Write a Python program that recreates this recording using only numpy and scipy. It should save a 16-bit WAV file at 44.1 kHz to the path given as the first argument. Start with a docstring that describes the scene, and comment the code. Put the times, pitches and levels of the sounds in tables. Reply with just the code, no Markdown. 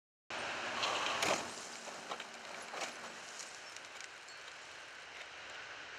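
"""Outdoors, one small microphone some way off: an airy background hiss as tyres roar on a gritty track.
The car's side then grinds on a steel guard rail, rubbed by stick and slip, whose notes hum on.
It slams into a concrete barrier: jagged contacts drive panels, trim and glass, and the frame booms.
Grit and splinters fall as random clicks, pieces knock on the ground; thin squeaks and rings are sines.
The wreck drops and tips on its side, folding and snapping; the hiss swells and a low drone joins it late."""
import sys
import numpy as np
from scipy import signal
from scipy.fft import rfft, irfft
from scipy.io import wavfile

SR = 44100
rng = np.random.default_rng(int(sys.argv[2]) if len(sys.argv) > 2 else 0)


def wrap_up_sound(samples):
    """Save the sound to the file named by the first command line argument, as 16-bit audio."""
    columns = np.atleast_2d(samples).T
    # keep every value between -1 and 1, then stretch to whole-number steps
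    tamed = np.clip(columns, -1, 1)
    steps = np.round(tamed * 32767).astype(np.int16)
    wavfile.write(sys.argv[1], SR, steps)


N = 263820
TIME = np.arange(N) / SR   # seconds

# Levels of resonances and spectra are relative within each table.
# airy background hiss, swelling slowly towards the end: (time [s], level [dB])
HISS_LEVEL = [(2.0, -55), (3.2, -52), (4.25, -54), (4.72, -51.5), (4.92, -53.5), (5.55, -49.8),
              (5.98, -50.6)]
# its spectrum: (frequency [Hz], level [dB])
HISS_COLOUR = [(30, -32), (65, -14.5), (130, -12), (200, -16.5), (400, -5.5), (650, -2.5), (1000, -5),
               (1900, -4), (2900, -2.5), (3500, -6.5), (6300, -15.5), (8000, -25), (10000, -34),
               (16000, -72)]
# a low drone comes up late and stays
DRONE_DB, DRONE_FROM_S, DRONE_RISE_DB_PER_S = -77, 4.8, 35

# spectrum of tyres on the track: (frequency [Hz], level [dB])
ROLL_COLOUR = [(24, -29), (40, -26), (122, -10), (177, -22.5), (211, -9.5), (412, -6), (478, -10),
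               (582, -1), (1080, -5), (1610, -2), (2060, -9), (2580, -3.5), (3560, -9.5), (6780, -23),
               (15000, -59)]
# tyres roar until the car is stopped
ROLL_DB, ROLL_UNTIL_S, ROLL_FALL_DB_PER_S = -41.2, 1.21, 60

# spectrum of grit and glass: (frequency [Hz], level [dB])
GRIT_COLOUR = [(1500, -30), (3000, 1), (4200, 0.5), (5500, 3), (7000, 4.5), (8300, -2), (9500, 0),
               (10600, -7.5), (12500, -30.5), (16000, -37)]
# grit stirred up by the tyres and by the scraping side, relative to their levels
TYRE_GRIT_DB, SCRAPE_GRIT_DB = -16.5, -14.5
# glass and grit thrown out by the crash:
# (time [s], level [dB], rise [s per 10 dB], fall [s per 10 dB])
SPRAYS = [(1.3, -43, .075, .12), (1.58, -49.5, .15, .45), (2.62, -56, .1, .05), (2.845, -49, .055, .065),
          (3.41, -51, .27, .22), (4.72, -65.5, .25, .2)]
GLASS_BREAKS_S = 1.225
# thrown-up grit keeps coming down, then thins out
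SETTLE_FROM_S, SETTLE_UNTIL_S, SETTLE_RISE_DB_PER_S, SETTLE_FALL_DB_PER_S = 1.45, 4.8, 55, 14
PATTER_DB, TRICKLE_DB = -66.7, -63.3

# thin high squeaks and ringing notes: (time [s], frequency [Hz], level [dB], time to fall by 60 dB [s])
THIN_NOTES = [(.38, 8640, -44, .15), (1.49, 8300, -44, .16), (1.561, 7340, -43, .13),
              (2.62, 10970, -33, .038), (2.63, 10500, -43, .052), (2.81, 2250, -35.5, .16),
              (2.92, 10200, -45, .12), (3.045, 6950, -51, .15), (3.07, 7800, -53, .17),
              (3.634, 5430, -56, .18), (3.66, 5410, -42, .15), (4.285, 4350, -48.5, .47),
              (4.28, 7560, -48.5, .16)]

# what the rail sings with when rubbed: (frequency [Hz], width [Hz], level [dB])
RAIL_MODES = [(560, 320, -3), (834, 130, 2), (1118, 105, 4.5), (1530, 110, -23), (2460, 240, -27),
              (3030, 430, -2.5), (4150, 410, -9), (5450, 1500, -20), (6430, 1100, -15)]
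# long bending notes of the struck rail: (frequency [Hz], level [dB])
RAIL_NOTES = [(183, -73.5), (231.5, -67.5), (387.6, -68.5)]
# the rail swings while the car leans on it, then dies away
SWING_FROM_S, SWING_UNTIL_S, SWING_RISE_DB_PER_S, SWING_FALL_DB_PER_S = .7, 3.08, 15, 48
# the car's side grinds along the rail from first touch to the barrier
SCRAPE_DB, SCRAPE_FROM_S, SCRAPE_UNTIL_S, SCRAPE_EDGE_DB_PER_S = -41.7, .78, 1.23, 500
# the car catching on rail joints: (time [s], length [s], level [dB])
CATCHES = [(0.826, 0.024, -32.3), (0.951, 0.019, -38), (1.061, .006, -32.3), (1.099, 0.013, -41.5)]
# screech of a joint: (frequency [Hz], width [Hz], level [dB])
JOINT_MODES = [(2590, 260, -2), (3100, 260, 3), (3940, 340, -2), (5340, 1140, -13.5), (6660, 1040, -14.5)]
# the side presses harder after a catch: level relative to it, lag, time to rise and to fall by 10 dB
PRESS_DB, PRESS_LAG_S, PRESS_RISE_S, PRESS_FALL_S = -4.8, .042, .035, .12
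FULL_CATCH_S = .024   # shorter catches pass on less energy

# heavy blows, each a short run of buckles:
# (time [s], length [s], level of the trim [dB], hardness [dB]: more glass and less panel)
BLOWS = [(1.223, .0076, -30, 2), (1.254, .018, -39, 2.5), (1.281, .0057, -33, -3),
         (1.301, .0095, -36, -7.5), (1.315, .011, -41.5, -12), (1.333, .0075, -36, -3),
         (1.352, .014, -43.5, 2.5), (1.381, .027, -47, -5), (1.868, .011, -49.5, -7),
         (2.097, .008, -49, -8), (2.109, .011, -42, -8), (2.124, .02, -50, -9), (2.502, .011, -54, -10),
         (2.732, .02, -53, -10.5), (2.768, .012, -45.5, -5), (2.806, .011, -41, -2),
         (2.832, .0059, -37.5, 0), (2.852, .043, -51, 0), (3.395, .035, -59, 0), (3.719, .005, -51, 4),
         (3.95, .022, -52, 0)]
BLOW_PANEL_DB, BLOW_CHIP_DB = -3.5, -4.5   # relative to the trim, before hardness
# brittle trim giving way under the wreck's weight: (time [s], length [s], level [dB])
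SNAPS = [(2.198, .0026, -36.5), (2.21, .006, -44.5), (4.476, .003, -43.3), (5.146, .064, -51),
         (5.209, .0072, -43), (5.541, .01, -48.5)]
SNAP_PANEL_DB, SNAP_CHIP_DB = -11, -15   # relative to the trim
# sheet steel of the body: (frequency [Hz], width [Hz], level [dB])
PANEL_MODES = [(216, 90, -12.5), (412, 170, -5), (581, 140, 2), (720, 53, 3.5), (810, 76, 2.5),
               (984, 310, -1.5), (1330, 160, -5)]
# snapping trim and brackets: (frequency [Hz], width [Hz], level [dB])
CRACK_MODES = [(1560, 270, -3), (2290, 233, 4.5), (2524, 310, 2), (3086, 270, 0.5), (3860, 390, -2.5)]
# shattering glass and chips: (frequency [Hz], width [Hz], level [dB])
CHIP_MODES = [(3970, 540, -5), (5830, 2100, 3), (6430, 1670, 4), (7120, 300, 2), (8300, 420, -5.5),
              (9900, 1200, -11), (13500, 3000, -61)]

# spectrum of folding sheet metal: (frequency [Hz], level [dB])
PANEL_COLOUR = [(40, -30), (90, -21), (160, -8.5), (330, -4.5), (500, -2), (700, 2), (1000, -1.5),
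                (1400, -2), (1900, -8), (2600, -10.5), (4000, -11), (7000, -18), (10000, -25), (16000, -47)]
# the shell folds under the car's weight, at the impact and at each landing:
# (time [s], level [dB], rise [s per 10 dB], fall [s per 10 dB])
FOLDS = [(1.245, -36.7, .014, .19), (1.9, -51, .07, .4), (2.57, -50.5, .12, .14), (2.83, -44.5, .15, .07),
         (3.04, -48.5, .07, .08), (3.93, -57.5, .2, .1)]
# the wreck drags along the barrier, then dies away
DRAG_DB, DRAG_FROM_S, DRAG_UNTIL_S, DRAG_RISE_DB_PER_S, DRAG_FALL_DB_PER_S = -55, 1.25, 3.2, 600, 16
# boom of the frame: (frequency [Hz], width [Hz], level [dB])
FRAME_MODES = [(89, 38, -9), (157, 61, -1), (232.8, 63, 3.5), (406, 170, 1)]
# the frame takes the load of the impact
FRAME_DB, FRAME_FROM_S, FRAME_UNTIL_S, FRAME_RISE_DB_PER_S, FRAME_FALL_DB_PER_S = -44, 1.235, 1.3, 1000, 66

# the first and thickest fall of grit: (time [s], level [dB], rise [s per 10 dB], fall [s per 10 dB])
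FIRST_FALL = (1.55, -55, .17, .35)
# spectrum of the falling ticks: (frequency [Hz], level [dB])
TICK_COLOUR = [(1500, -5), (4000, 12.5), (7000, 0), (9500, 8.5), (11500, -13.5), (16000, -19)]

# single pieces knocking on the ground: (time [s], level [dB], brightness [dB]: chip over crack)
KNOCKS = [(1.755, -36.5, 1), (2.341, -39, 5), (2.451, -38, -6), (2.492, -40, 1), (2.544, -41, -12),
          (2.684, -38.5, -1), (3.288, -43, 14), (3.394, -37.5, 18), (3.4, -40.5, 17), (3.407, -36.5, 16),
          (3.428, -41.5, 18), (3.547, -41, 16), (3.765, -32.5, 3), (3.848, -39, -1), (4.0056, -32.5, 2),
          (4.042, -32.5, 6), (4.285, -43, 12), (4.413, -40.5, 0), (4.516, -42, -5), (5.17, -43.5, -9),
          (5.498, -41, 4)]

# echoes from the wall, the cabins and the bank, before dulling: (delay [s], level [dB])
ECHOES = [(.021, -19), (.058, -24.5), (.13, -25)]
# dips of the microphone housing: (frequency [Hz], width [Hz], level [dB])
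HOUSING_DIPS = [(3470, 700, -7.5), (4684, 420, -4), (9570, 2670, -13.5)]
TREBLE_HZ, CUTOFF_HZ = 15000, 15800   # the microphone dulls above the first, the top is cut at the second
START_S = .304   # silent before this


def from_db(db):
    """Decibels to gain."""
    return 10 ** (np.asarray(db) / 20)


def rms_one(x):
    """Scale to an rms of 1."""
    return x / np.sqrt(np.mean(x ** 2) + 1e-20)


def low_pass(x, hz, order=2):
    """Roll off the treble above a frequency."""
    return signal.sosfilt(signal.butter(order, hz, fs=SR, output="sos"), x)


def drift(rate):
    """Smooth chance with an rms of 1, renewed rate times a second."""
    return rms_one(np.interp(TIME * rate, np.arange(4096), rng.standard_normal(4096)))


def through(x, response):
    """Pass a signal through an impulse response."""
    return signal.oaconvolve(x, response)[:N]


def peak(x, hz, width):
    """One resonance with a gain of 1 on top."""
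    return signal.lfilter(*signal.iirpeak(min(hz, .45 * SR), hz / width, fs=SR), x)


def colour(points, size=4096):
    """Causal (minimum-phase) impulse response of unit energy with the given spectrum."""
    hz, db = np.transpose(points)
    grid = np.maximum(np.arange(size // 2 + 1) * SR / size, 1)
    spectrum = from_db(np.interp(np.log(grid), np.log(hz), db))
    cepstrum = irfft(np.log(spectrum))
    # folding the cepstrum forward makes the response causal
    cepstrum[1:size // 2] *= 2
    cepstrum[size // 2 + 1:] = 0
    return rms_one(irfft(np.exp(rfft(cepstrum)))) / np.sqrt(size)


def body(modes, scatter=0.0, size=4096):
    """Impulse response of damped modes, unit energy; scatter detunes them as each piece differs."""
    click = signal.unit_impulse(size) + 1e-18
    response = np.zeros(size)
    for k, (hz, width, db) in enumerate(modes):
        tuned_hz = hz * np.exp(scatter * rng.normal())
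        response += (-1) ** k * from_db(db) * peak(click, tuned_hz, width)
    # little radiates far above the highest mode
    response = low_pass(response, min(2 * modes[-1][0], SR / 2.2))
    return rms_one(response) / np.sqrt(size)


def grains(per_s, spread_db):
    """Random clicks of uneven size, rms 1."""
    sizes = from_db(spread_db * np.minimum(rng.exponential(1, N), 4))
    signed = sizes * rng.choice([-1, 1], N)
    return rms_one(signed * (rng.random(N) < per_s / SR))


def add(out, s, sound):
    """Mix a sound in at time s."""
    at = int(s * SR)
    out[at:at + len(sound)] += sound[:N - at]


def held(from_s, until_s, rise_db_per_s, fall_db_per_s):
    """Gain that rises to 1, holds between two times and dies away."""
    before = rise_db_per_s * np.maximum(from_s - TIME, 0)
    after = fall_db_per_s * np.maximum(TIME - until_s, 0)
    return from_db(-np.clip(before + after, 0, 200))


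def surge(s, db, rise_s, fall_s):
    """Gain that swells to a peak and fades, by 10 dB in each rise or fall time."""
    return from_db(db) * held(s, s, 10 / rise_s, 10 / fall_s)


def together(*gains):
    """Unrelated causes add in power."""
    return np.sqrt(sum(gain ** 2 for gain in gains))


def contact(length, modes, rise_s=0.00084, fade_s=0.0062, jag_db=2.8, size=8192):
    """A jagged force drives a body while the contact lasts; the sound has the energy of the force's envelope."""
    t = TIME[:size]
    force = (1 - np.exp(-t / rise_s)) * np.exp(-np.maximum(t - length, 0) / fade_s)
    buckles = force * rng.standard_normal(size) * from_db(jag_db * drift(506)[:size])
    sound = signal.fftconvolve(buckles, body(modes, scatter=0.045))
    return sound * np.linalg.norm(force) / np.linalg.norm(sound)


def background(tone_hz=1530, tone_width_hz=230, tone_db=2.5, surge_db=2.0, drone_hz=70):
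    """Coloured noise as an airy hiss with a surging resonance, and a low wandering sine that comes up late."""
    air = through(rng.standard_normal(N), colour(HISS_COLOUR))
    hiss = air + from_db(tone_db + surge_db * drift(15)) * peak(air, tone_hz, tone_width_hz)
    level_db = np.interp(TIME, *np.transpose(HISS_LEVEL)) + 0.3 * drift(25)
    drone_gain = from_db(DRONE_DB) * held(DRONE_FROM_S, N / SR, DRONE_RISE_DB_PER_S, 0)
    drone = drone_gain * np.sin(2 * np.pi * drone_hz * TIME + 0.9 * drift(16))
    return hiss * from_db(level_db) + drone


def rolling():
    """Strength of the tyres: steady at speed, fading once the car is stopped."""
    return from_db(ROLL_DB) * held(0, ROLL_UNTIL_S, 0, ROLL_FALL_DB_PER_S)


def tyres():
    """Tread blocks slap the gritty track so densely that they merge into a roar."""
    slaps = grains(per_s=15000, spread_db=0.5) * from_db(0.47 * drift(41))
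    return through(slaps * rolling(), colour(ROLL_COLOUR))


def rubbing():
    """Pressure of the car's side on the rail: steady, and harder after each catch."""
    presses = []
    for s, length, db in CATCHES:
        press = surge(s + PRESS_LAG_S, db + PRESS_DB, PRESS_RISE_S, PRESS_FALL_S)
        presses.append(press * np.sqrt(length / FULL_CATCH_S))
    touching = held(SCRAPE_FROM_S, SCRAPE_UNTIL_S, SCRAPE_EDGE_DB_PER_S, SCRAPE_EDGE_DB_PER_S)
    return together(from_db(SCRAPE_DB), *presses) * touching


def settling():
    """Share of the airborne grit that is coming down."""
    return held(SETTLE_FROM_S, SETTLE_UNTIL_S, SETTLE_RISE_DB_PER_S, SETTLE_FALL_DB_PER_S)


def debris(tinkle_width_hz=80, count=22):
    """Grit patters on the ground; a few glass splinters tinkle in it, each at its own pitch."""
    stirred = together(from_db(TYRE_GRIT_DB) * rolling(), from_db(SCRAPE_GRIT_DB) * rubbing())
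    thrown = [surge(*spray) for spray in SPRAYS]
    gain = together(stirred, from_db(PATTER_DB) * settling(), *thrown)
    patter = grains(per_s=3200, spread_db=2.0) * gain
    shards = from_db(-10) * gain * (TIME > GLASS_BREAKS_S)
    tinkle = np.zeros(N)
    for hz in np.geomspace(5000, 13500, count):
        splinter = body([(hz, tinkle_width_hz, 0)], scatter=0.0327)
        tinkle += through(grains(per_s=14, spread_db=6.5) * shards, splinter)
    return through(patter + tinkle / np.sqrt(count), colour(GRIT_COLOUR))


def thin_notes(swell_s=0.0086, waver_hz=14, waver_depth=0.1):
    """Thin high squeaks and ringing notes: sines that swell, waver and fade."""
    out, t = np.zeros(N), TIME[:SR // 2]
    swell = (1 - np.exp(-t / swell_s)) * (1 - waver_depth * np.cos(2 * np.pi * waver_hz * t))
    for s, hz, db, t60 in THIN_NOTES:
        decay = np.exp(-np.log(1000) * t / t60)
        add(out, s, from_db(db) * swell * decay * np.sin(2 * np.pi * hz * t))
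    return out


def rail():
    """Stick and slip excite the rail, its joints screech as the car catches them, its long spans hum on."""
    slips = grains(per_s=5000, spread_db=1.5) * from_db(0.99 * drift(70.9))
    out = through(slips * rubbing(), body(RAIL_MODES))
    for s, length, db in CATCHES:
        add(out, s, from_db(db) * contact(length, JOINT_MODES))
    swing = held(SWING_FROM_S, SWING_UNTIL_S, SWING_RISE_DB_PER_S, SWING_FALL_DB_PER_S)
    for hz, db in RAIL_NOTES:
        strength = np.sqrt(2) * from_db(2 * drift(6))
        note = strength * np.sin(2 * np.pi * hz * TIME + .4 * drift(5))
        out += from_db(db) * swing * note
    return out


def crunch(length, panel_db, chip_db):
    """One contact that cracks trim, with its shares of panel and glass."""
    trim = contact(length, CRACK_MODES)
    panel = from_db(panel_db) * contact(length, PANEL_MODES)
    glass = from_db(chip_db) * contact(length, CHIP_MODES)
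    return trim + panel + glass


def blows():
    """Blows buckle panels, snap trim and shatter glass, brighter when harder; trim also snaps by itself."""
    out = np.zeros(N)
    for s, length, db, hardness in BLOWS:
        add(out, s, from_db(db) * crunch(length, BLOW_PANEL_DB - hardness, BLOW_CHIP_DB + hardness))
    for s, length, db in SNAPS:
        add(out, s, from_db(db) * crunch(length, SNAP_PANEL_DB, SNAP_CHIP_DB))
    return out


def crumpling():
    """Sheet metal drags and folds in clumps of small snaps; the frame booms as it takes the full load."""
    drag = from_db(DRAG_DB) * held(DRAG_FROM_S, DRAG_UNTIL_S, DRAG_RISE_DB_PER_S, DRAG_FALL_DB_PER_S)
    crush = together(drag, *(surge(*fold) for fold in FOLDS))
    snaps = grains(per_s=2600, spread_db=1.0) * from_db(1.56 * drift(80))
    sheet = through(snaps * crush, colour(PANEL_COLOUR))
    load = from_db(FRAME_DB) * held(FRAME_FROM_S, FRAME_UNTIL_S, FRAME_RISE_DB_PER_S, FRAME_FALL_DB_PER_S)
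    boom = through(grains(per_s=1500, spread_db=3.0) * load, body(FRAME_MODES))
    return sheet + boom


def trickle(skip_s=0.0011, size=512):
    """Thrown-up grit comes down in small bright ticks that each skip on the ground in their own way."""
    falling = together(from_db(TRICKLE_DB) * settling(), surge(*FIRST_FALL))
    ticks = grains(per_s=160, spread_db=3.0) * falling
    # spread the power of each tick over its skips, then fill it with noise
    skip = np.exp(-2 * TIME[:size] / skip_s)
    power = np.abs(through(ticks ** 2, skip / skip.sum()))
    skipping = np.sqrt(power) * rng.standard_normal(N)
    return through(skipping, colour(TICK_COLOUR))


def knocks(rattle_db=-19, rattle_s=0.0032, softness_hz=9000, size=2048):
    """A piece lands with one sharp click and a brief rattle."""
    out = np.zeros(N)
    for s, level_db, brightness in KNOCKS:
        crack = (CRACK_MODES, level_db - brightness / 2)
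        chip = (CHIP_MODES, level_db + brightness / 2)
        for modes, db in (crack, chip):
            touch = from_db(rattle_db) * rng.standard_normal(size) * np.exp(-TIME[:size] / rattle_s)
            touch[0] = 1   # the click
            sound = signal.fftconvolve(touch, body(modes, scatter=0.041))
            add(out, s, from_db(db) * sound / np.abs(sound).max())
    return low_pass(out, softness_hz)


def yard(x, wall_hz=3000, tail_db=-17, tail_t60=0.25):
    """The direct sound with dull echoes off the walls and a thin scattered tail."""
    scatter = rng.standard_normal(SR) * np.exp(-np.log(1000) * TIME[:SR] / tail_t60)
    response = from_db(tail_db) * rms_one(scatter) / np.sqrt(SR)
    for s, db in ECHOES:
        response[int(s * SR)] += from_db(db)
    return x + low_pass(through(x, response), wall_hz, order=1)


def scene():
    """The crash echoing in the open yard, with tyres and background heard without echoes."""
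    crash = debris() + thin_notes() + rail() + blows() + crumpling() + trickle() + knocks()
    return (background() + tyres() + yard(crash))[None]


def record(dry):
    """The housing notches the treble, the bass is rolled off, the sound switches on, the top is cut."""
    for hz, width, db in HOUSING_DIPS:
        dry = dry + (from_db(db) - 1) * peak(dry, hz, width)
    dulled = low_pass(dry, min(TREBLE_HZ, .45 * SR))
    thinned = signal.sosfilt(signal.butter(3, 44, "high", fs=SR, output="sos"), dulled)
    switched = thinned * (TIME >= START_S)
    return signal.sosfilt(signal.ellip(12, .1, 80, CUTOFF_HZ, fs=SR, output="sos"), switched)


dry = scene()
out = record(dry)
wrap_up_sound(out)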